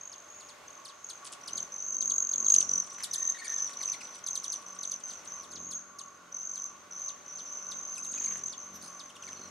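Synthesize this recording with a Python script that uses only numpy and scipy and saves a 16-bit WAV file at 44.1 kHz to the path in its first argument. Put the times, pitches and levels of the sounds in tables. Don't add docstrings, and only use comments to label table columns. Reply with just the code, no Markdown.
import sys
import numpy as np
from scipy import signal
from scipy.fft import rfft, irfft
from scipy.io import wavfile
from scipy.ndimage import uniform_filter1d

SR = 44100
rng = np.random.default_rng(int(sys.argv[2]) if len(sys.argv) > 2 else 0)


def store_pcm(level_fs):
    pcm = np.round(np.clip(level_fs, -1, 1) * 32767).astype(np.int16)
    wavfile.write(sys.argv[1], SR, np.atleast_2d(pcm).T)


N = 418950
TIME = np.arange(N) / SR

# (start [s], end [s], wingbeat rate [Hz], whistle pitch [Hz],
# first level [dB], last level [dB], extra level for the rivals [dB])
FLIGHT_BURSTS = [(0.014, 0.293, 47.4, 6440, -42.5, -53, -14.5),
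                 (0.304, 0.507, 47.9, 6580, -49.5, -54.5, -6), (0.683, 0.8, 42.1, 6380, -48, -52, -30),
                 (0.827, 0.994, 41.7, 6310, -61, -61, -12), (1.046, 1.175, 45.6, 6480, -41, -52, -11),
                 (1.414, 1.52, 42.1, 6000, -51.5, -46.5, -6),
                 (1.534, 1.633, 42.15, 6280, -31.5, -36.5, -15),
                 (1.723, 2.034, 49.06, 6270, -39.5, -30, -6.5), (2.058, 2.232, 47.6, 6446, -27.5, -27, -12),
                 (2.25, 2.418, 45.4, 6424, -30.5, -26, -16.5),
                 (2.428, 2.539, 52.7, 6460, -29.5, -17, -12.5),
                 (2.564, 2.633, 46.3, 6130, -16.5, -27.5, -20), (2.694, 2.804, 46.2, 6077, -28, -26, -22),
                 (2.901, 3.034, 47.53, 6030, -46, -45, -3.5), (3.114, 3.307, 42.94, 6216, -34.5, -28, -9.5),
                 (3.482, 3.658, 48.7, 6164, -32.5, -31, -8), (3.773, 3.918, 47.1, 6080, -38, -29, -8),
                 (4.035, 4.168, 52.97, 6000, -45.5, -49, -4), (4.243, 4.385, 44.46, 6200, -33, -33, -10),
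                 (4.444, 4.55, 51.5, 6130, -38, -33, -8), (4.665, 4.756, 46.65, 6110, -42, -50, -6),
                 (4.791, 4.948, 46.7, 6200, -37, -34, -11.5), (5.039, 5.183, 51.17, 6093, -38.5, -49, -3),
                 (5.277, 5.409, 44.94, 6140, -43, -46, -1.5), (5.491, 5.77, 44.85, 6410, -49, -39.5, -1.5),
                 (5.993, 6.174, 44.2, 6400, -42, -58.5, -16), (6.327, 6.66, 47.55, 6200, -39.5, -37, -6.5),
                 (6.913, 7.09, 47.1, 6174, -44, -38.5, -1.5), (7.264, 7.601, 41.8, 6120, -46, -43.5, 0),
                 (7.626, 7.958, 47.86, 6220, -42.5, -41.5, -2), (7.971, 8.252, 47.2, 6330, -44, -33.5, -1),
                 (8.262, 8.401, 45.88, 6237, -29, -42, -5.5), (8.439, 8.491, 44.9, 6230, -35.5, -36.5, -6),
                 (8.581, 8.779, 46.05, 6164, -41.5, -56, -4), (8.816, 9.09, 44.74, 6190, -48, -51, -6),
                 (9.226, 9.471, 47.14, 6087, -43, -48.5, -5.5)]
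# (time from its peak [s], level [dB], pitch [ratio])
WHISTLE_SHAPE = [(-.005, -13, .99), (-.0025, -1, 1.002), (-.0005, 7, 1.008), (.0008, 6, .998),
                 (.0022, -3, .982), (.005, -13, .975)]
# (frequency [multiple of the wingbeat rate], level [dB])
HUM_TONES = [(1, -38), (2, -6), (3, -7.5), (4, 1.5), (5, -1), (6, 0), (7, -2.5), (8, -5), (9, -8.5),
             (10, -5.5), (11, -9), (12, -18)]
# (time when nearest [s], hum level [dB], half length [s])
SWOOPS = [(1.58, -58, 0.077), (2.06, -59.5, 0.21), (2.531, -53.5, 0.17), (2.744, -53.5, 0.058),
          (5.63, -55.5, .12), (7.723, -63, .1), (8.298, -58.5, 0.25), (8.782, -57, 0.1), (9.381, -58, 0.17)]
# (first chip [s], last chip [s], level [dB], fall time [s], overtone step [dB])
CHIP_RUNS = [(0.134, 0.134, -48.5, 0.013, -10), (0.412, 0.497, -53, 0.014, -5),
             (0.858, 0.859, -46, 0.0095, -2), (0.894, 0.894, -48, 0.016, -8.5),
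             (1.103, 1.104, -42.5, 0.0093, -2.5), (1.483, 1.578, -39, 0.0083, -4),
             (2.019, 2.106, -41, 0.0068, -6), (2.333, 2.333, -43.5, 0.0091, -11),
             (2.458, 2.458, -48.5, 0.016, -12), (2.5, 2.499, -47, 0.0066, 2),
             (3.041, 3.141, -35, 0.0089, 1.5), (3.676, 3.737, -52.5, .009, -2),
             (3.831, 3.933, -41, 0.0088, -3.5), (4.073, 4.147, -56, .012, -10),
             (4.273, 4.531, -41, .0105, -0.5), (4.836, 4.921, -43.5, .011, -3),
             (5.109, 5.109, -50, 0.011, -4), (5.44, 5.524, -53, 0.015, -2), (5.564, 5.564, -45.5, .01, -17),
             (5.719, 5.719, -46.5, .013, -1), (5.996, 5.996, -47.5, .012, -2.5),
             (6.563, 6.563, -51, .019, -4), (7.092, 7.092, -45.5, 0.0089, -9),
             (7.392, 7.392, -47, 0.013, -10), (7.718, 7.718, -40.5, 0.0077, -8),
             (7.957, 8.046, -51.5, 0.014, 1.5), (8.531, 8.531, -43, 0.01, -10),
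             (9.002, 9.002, -44, .0097, -11)]
# (pitch [Hz], level [dB])
THROAT_RESPONSE = [(2400, 13), (2900, -13), (3500, -5), (4300, 0), (5200, -1), (6500, -2), (8500, 9),
                   (10000, -25)]
# (time of the top [s], top pitch [Hz], half length [s], level [dB])
TWITTERS = [(1.25, 10300, 0.006, -43.5), (1.264, 10000, 0.0067, -45.5), (1.2724, 8140, 0.0054, -43),
            (1.324, 10200, 0.0062, -42), (1.3335, 8800, 0.0051, -44), (2.498, 9470, 0.0046, -37),
            (2.544, 10000, 0.0073, -32), (2.554, 8200, 0.0059, -43), (2.607, 9400, 0.0089, -35.5),
            (2.868, 9040, 0.0097, -52), (2.936, 8710, 0.016, -52.5), (8.24, 10500, 0.0048, -50),
            (8.255, 10500, 0.0047, -50)]
# (start [s], end [s])
QUARRELS = [(2.68, 5.3), (8.149, 8.5)]
# (start [s], length [s], start pitch [Hz], level [dB], overtone step [dB])
SQUEALS = [(3.029, 0.21, 1904, -60.5, -1), (3.209, 0.048, 1900, -52.5, -17), (3.272, .045, 1920, -54.5, -3),
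           (3.339, 0.044, 1916, -48, -8), (3.379, 0.038, 2266, -48, -1.5), (3.409, 0.051, 1896, -46.5, -17),
           (3.44, 0.03, 2336, -47.5, 1.5), (3.479, 0.071, 1871, -44, -13.5), (3.566, 0.049, 1780, -55, -2),
           (8.171, .022, 2578, -49, -5.5), (8.73, 0.053, 6070, -50, 3), (9.336, .162, 4350, -61.5, -21)]
# (start [s], start pitch [Hz], level [dB])
SCOLDS = [(3.459, 2260, -51.5), (3.8, 2485, -49.5), (3.874, 3343, -51), (3.934, 2610, -50),
          (4.003, 3000, -48.5), (8.142, 4096, -53.5), (8.258, 2733, -55), (9.09, 3840, -53),
          (9.151, 3840, -50), (9.219, 3735, -53.5), (9.273, 2377, -50.5), (9.315, 3405, -55)]
# (time [s], level [dB], fade time [s])
FEATHER_FLICKS = [(2.981, -43, 0.0054), (3.001, -48.5, 0.037), (3.645, -53, 0.0031), (3.694, -41, 0.0032),
                  (8.178, -46.5, 0.0066), (8.14, -52.5, 0.041), (8.21, -51.5, 0.057), (8.305, -53, 0.048),
                  (8.356, -39.5, 0.0028), (8.38, -56, 0.042)]
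# (frequency [Hz], level [dB])
AIR_SPECTRUM = [(20, -35), (50, -17), (100, -9.5), (250, -7), (600, -3.5), (950, -3.5), (1500, -6.5),
                (2100, -7.5), (4000, -13.5), (7500, -18), (10000, -25.5), (15500, -32)]
# (centre [Hz], width [Hz], level [dB])
DRONE_BANDS = [(1120, 77.5, -57), (1417, 145, -62)]
# (time [s], level [dB])
DRONE_SWELL = [(0, -4.5), (2, 0.5), (9.5, -0.5)]

CALL_BASE_HZ = 2700


def trills(male_db=-2, feeder_echo_db=-7, rival_db=-4, rival_rates_hz=(46, 51)):
    male, rivals = np.zeros(N), np.zeros(N)
    rival_beats = np.concatenate([np.arange(0, N / SR, 1 / hz) for hz in rival_rates_hz])
    next_starts = [burst[0] for burst in FLIGHT_BURSTS[1:]] + [N / SR]
    for burst, next_start in zip(FLIGHT_BURSTS, next_starts):
        start, end, rate, *_, extra_db = burst
        stop = min(end + .06, next_start - .5 / rate)
        for s in np.arange(start, stop, 1 / rate):
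            hz, db = wing_effort(burst, s)
            db += male_db
            longer, louder, higher, later, echo_higher = rng.standard_normal(6)[:5]
            stretch = np.exp(.2 * longer)
            onset = s + WHISTLE_SHAPE[0][0] * stretch
            add(male, onset, undb(db + louder) * whistle(hz * (1 + .005 * higher), stretch))
            feeder_echo = whistle(hz * (1 + .015 * echo_higher), stretch=.63)
            add(male, onset + .003 + .003 * later, undb(db + feeder_echo_db) * feeder_echo)
        for s in rival_beats[(rival_beats >= start) & (rival_beats < stop)]:
            hz, db = wing_effort(burst, s)
            louder, later, higher = rng.standard_normal(3)
            gain = undb(db + rival_db + extra_db + 2 * louder)
            add(rivals, s + .0027 * later, gain * whistle(hz * (1 + .02 * higher), stretch=1.43))
    return male, rivals


def wing_effort(burst, s, hz_per_db=15.5, arch_hz=87.5):
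    start, end, _, hz, first_db, last_db, _ = burst
    progress = np.clip((s - start) / (end - start), 0, 1)
    db = first_db + (last_db - first_db) * progress
    db -= .5 * max(1 - (s - start) / .025, 0)
    db -= 31 * max(s - end, 0) / .06
    arch = np.sin(np.pi * progress) - 2 / np.pi
    return hz + hz_per_db * (db - (first_db + last_db) / 2) + arch_hz * arch, db


def whistle(hz, stretch, octave_db=-38):
    t = np.arange(WHISTLE_SHAPE[0][0], WHISTLE_SHAPE[-1][0], 1 / SR / stretch)
    db, bend = curve(WHISTLE_SHAPE, t)
    flutter = 1 + .018 * wobble(t, points=9)
    swell = uniform_filter1d(undb(db) * signal.windows.tukey(len(t), .5), size=30, mode="constant")
    phase = phase_of(hz * bend * flutter) + rng.uniform(0, 2 * np.pi)
    return np.sqrt(2) * swell * (np.sin(phase) + undb(octave_db) * np.sin(2 * phase))


def wing_hum(hum_db=-2, eddies_db=-5):
    starts, _, rates, *_ = np.transpose(FLIGHT_BURSTS)
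    darting = 1 + .045 * wander(7)
    phase = phase_of(np.interp(TIME, starts, rates) * darting)
    hum = sum(undb(db + 2 * wander(12)) * np.sin(multiple * phase + rng.uniform(0, 2.39))
              for multiple, db in HUM_TONES)
    eddies = band(285, 390) * (1 + np.sin(phase))
    return undb(hum_db) * nearness() * (unit(hum) + undb(eddies_db) * eddies)


def nearness(hover_db=-66.5, arrival_s=3.1):
    hover = undb(hover_db) * np.minimum(TIME / arrival_s, 1) ** 2
    swoops = [undb(db) / (1 + ((TIME - s) / half_s) ** 4) for s, db, half_s in SWOOPS]
    return np.sqrt(hover ** 2 + sum(swoop ** 2 for swoop in swoops))


def feather_hiss(trill, hiss_db=-25):
    strength = np.sqrt(np.abs(uniform_filter1d(trill ** 2, size=600)))
    return undb(hiss_db) * strength * band(6800, 1300)


def chips(chip_db=-1, far_db=-63, gap_s=.087):
    out = np.zeros(N)
    far = [(s, far_db + 2 * rng.standard_normal(), rng.uniform(.012, .013), -4)
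           for s in rng.uniform(0, N / SR, size=14)]
    near = [(s, *shape) for first, last, *shape in CHIP_RUNS
            for s in np.linspace(first, last, 1 + round((last - first) / gap_s))]
    for s, db, fall_s, overtone_db in near + far:
        offset_s, sound = chip(fall_s, overtone_db)
        add(out, s + offset_s, undb(db + chip_db) * sound)
    return out


def chip(fall_s, overtone_db, passing_hz=4200):
    t = np.arange(-1.15 * fall_s, fall_s * rng.uniform(1.4, 2.1), 1 / SR)
    hz = CALL_BASE_HZ + (passing_hz - CALL_BASE_HZ) * np.exp(-t / fall_s)
    hz += rng.normal(-80, 68) * np.maximum(t, 0) / fall_s
    throat_db, = curve(THROAT_RESPONSE, hz)
    gain = undb(throat_db + 2.5 * wobble(t, points=12)) * signal.windows.tukey(len(t), .25)
    return t[0], voice(hz, gain, overtone_db, rasp=.02)


def twitters():
    out = np.zeros(N)
    for s, top_hz, half_s, db in list(TWITTERS) + faint_twitters():
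        arch = np.hanning(int(2 * half_s * SR))
        hz = CALL_BASE_HZ + (top_hz - CALL_BASE_HZ) * arch
        swell = np.interp(np.linspace(0, 1, len(arch)), [.12, .4, .8, 1], [.14, 1, 1, .47])
        add(out, s - half_s, voice(hz, undb(db) * swell, overtone_db=-9, rasp=.043))
    return out


def faint_twitters(gap_s=.08, top_hz=8500, half_s=.01, db=-54):
    times = np.concatenate([np.arange(start, end, gap_s) for start, end in QUARRELS])
    chance = rng.standard_normal((len(times), 4)) * [.03, .1, .25, 3]
    return [(s + later, top_hz * np.exp(higher), half_s * np.exp(longer), db + louder)
            for s, (later, higher, longer, louder) in zip(times, chance)]


def squeals(squeal_db=-2, hiss_db=-10):
    held = [(s, length_s, hz, hz * .94, db, overtone_db) for s, length_s, hz, db, overtone_db in SQUEALS]
    scolds = [(s, .023, hz, hz * .6, db, -3) for s, hz, db in SCOLDS]
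    stutter = [(s, .009, 3900, 5800, -51, 2) for s in np.arange(8.823, 8.882, .0175)]
    out, strain = np.zeros(N), np.zeros(N)
    for s, length_s, from_hz, to_hz, db, overtone_db in held + scolds + stutter:
        progress = np.linspace(0, 1, int(length_s * SR))
        gain = undb(db + squeal_db) * signal.windows.tukey(len(progress), .6)
        hz = from_hz + (to_hz - from_hz) * progress ** 1.3
        add(out, s, voice(hz, gain, overtone_db, rasp=np.clip(110 / from_hz, .035, .05)))
        add(strain, s, gain)
    out *= undb(3.6 * wander(200))
    return out + undb(hiss_db) * strain * band(4300, 3300)


def voice(hz, gain, overtone_db, rasp):
    tremble = unit(uniform_filter1d(rng.standard_normal(len(hz)), size=24))
    phase = phase_of(hz * (1 + rasp * tremble))
    tones = 0
    for k in range(1, 5):
        treble_cut = (k * hz < SR / 2) / np.sqrt(1 + (k * hz / 9700) ** 16)
        tones += undb(overtone_db * (k - 1)) * np.sin(k * phase) * treble_cut
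    return np.sqrt(2) * gain * tones


def feather_flicks(crackle_db=4):
    gain = np.zeros(N)
    t = np.arange(SR // 4) / SR
    for s, db, fade_s in FEATHER_FLICKS:
        add(gain, s, undb(db) * np.exp(-t / fade_s))
    gain *= undb(crackle_db * (wander(500) - .5))
    return gain * (band(1700, 1500) + undb(-7) * band(6500, 2200))


def among_trees(sound, early_db, late_db, early_s=.015, late_s=.15, gap_s=.0031):
    t = np.arange(SR * 3 // 5) / SR
    ears = []
    for _ in range(2):
        early = unit(rng.standard_normal(len(t)) ** 3 * np.exp(-t / early_s) * (t > gap_s))
        late = unit(rng.standard_normal(len(t)) * np.exp(-t / late_s) * (t > early_s))
        echo = (undb(early_db) * early + undb(late_db) * late) / np.sqrt(len(t))
        ears.append(sound + signal.fftconvolve(sound, echo)[:N])
    return np.array(ears)


def outdoor_air(level_db=-56):
    hz, db = np.transpose(AIR_SPECTRUM)
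    colour_db = lambda f: np.interp(np.log(f), np.log(hz), db)
    apart_db = lambda f: np.interp(f, [30, 70, 150, 450], [18, -7, .5, 4.5])
    common = noise(lambda f: undb(colour_db(f)))
    side = noise(lambda f: undb(colour_db(f) + apart_db(f)))
    return undb(level_db + 1.5 * wander(3.05)) * stereo(common, side, side_db=-4)


def distant_drone():
    out = np.zeros((2, N))
    swell_db, = curve(DRONE_SWELL, TIME)
    for hz, width_hz, db in DRONE_BANDS:
        gain = undb(db + swell_db + 1.6 * wander(6.5))
        out += gain * stereo(band(hz, width_hz), band(hz, width_hz), side_db=-10)
    return out


def far_trills(level_db=-63):
    return undb(level_db + 3.5 * wander(6.7)) * stereo(band(6350, 550), band(6200, 450), side_db=-4)


def motor(hz=592, level_db=-69):
    phase = phase_of(hz + 2.5 * wander(12))
    return np.sqrt(2) * undb(level_db + wander(2.27)) * np.sin(phase)


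def undb(db):
    return 10 ** (np.asarray(db) / 20)


def unit(x):
    return x / np.sqrt(np.mean(x ** 2) + 1e-18)


def curve(table, at):
    first, *columns = np.transpose(table)
    return [np.interp(at, first, column) for column in columns]


def add(track, start_s, sound):
    i = int(start_s * SR)
    lo, hi = max(i, 0), min(i + len(sound), N)
    if hi > lo:
        track[lo:hi] += sound[lo - i:hi - i]


def phase_of(hz):
    return 2 * np.pi * np.cumsum(hz) / SR


def wander(rate_hz):
    step = max(int(SR / rate_hz), 1)
    points = rng.standard_normal(N // step + 2)
    return np.interp(TIME * SR / step, np.arange(len(points)), points) * np.sqrt(3 / 2)


def wobble(t, points):
    return np.interp(t, np.linspace(t[0], t[-1], points), rng.standard_normal(points))


def noise(gain):
    hz = np.fft.rfftfreq(N, 1 / SR) + 1
    return unit(irfft(rfft(rng.standard_normal(N)) * gain(hz), N))


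def band(hz, width_hz):
    return noise(lambda f: 1 / (1 + ((f / hz - hz / f) * hz / width_hz / 2) ** 2 * 2))


def stereo(common, side, side_db):
    return (common + undb(side_db) * side * np.array([[1], [-1]])) / np.sqrt(1 + undb(2 * side_db))


def scene():
    male, rivals = trills()
    wings = among_trees(male + wing_hum() + feather_hiss(male), early_db=-11.5, late_db=-19.5)
    quarrel = among_trees(chips() + twitters() + feather_flicks(), early_db=-5, late_db=-15.5)
    further_off = among_trees(rivals + squeals(), early_db=-5, late_db=-8)
    return wings + quarrel + further_off + outdoor_air() + distant_drone() + far_trills() + motor()


def record(dry):
    return signal.sosfilt(signal.ellip(10, .1, 70, 15600, fs=SR, output="sos"), dry)


dry = scene()
out = record(dry)
store_pcm(out)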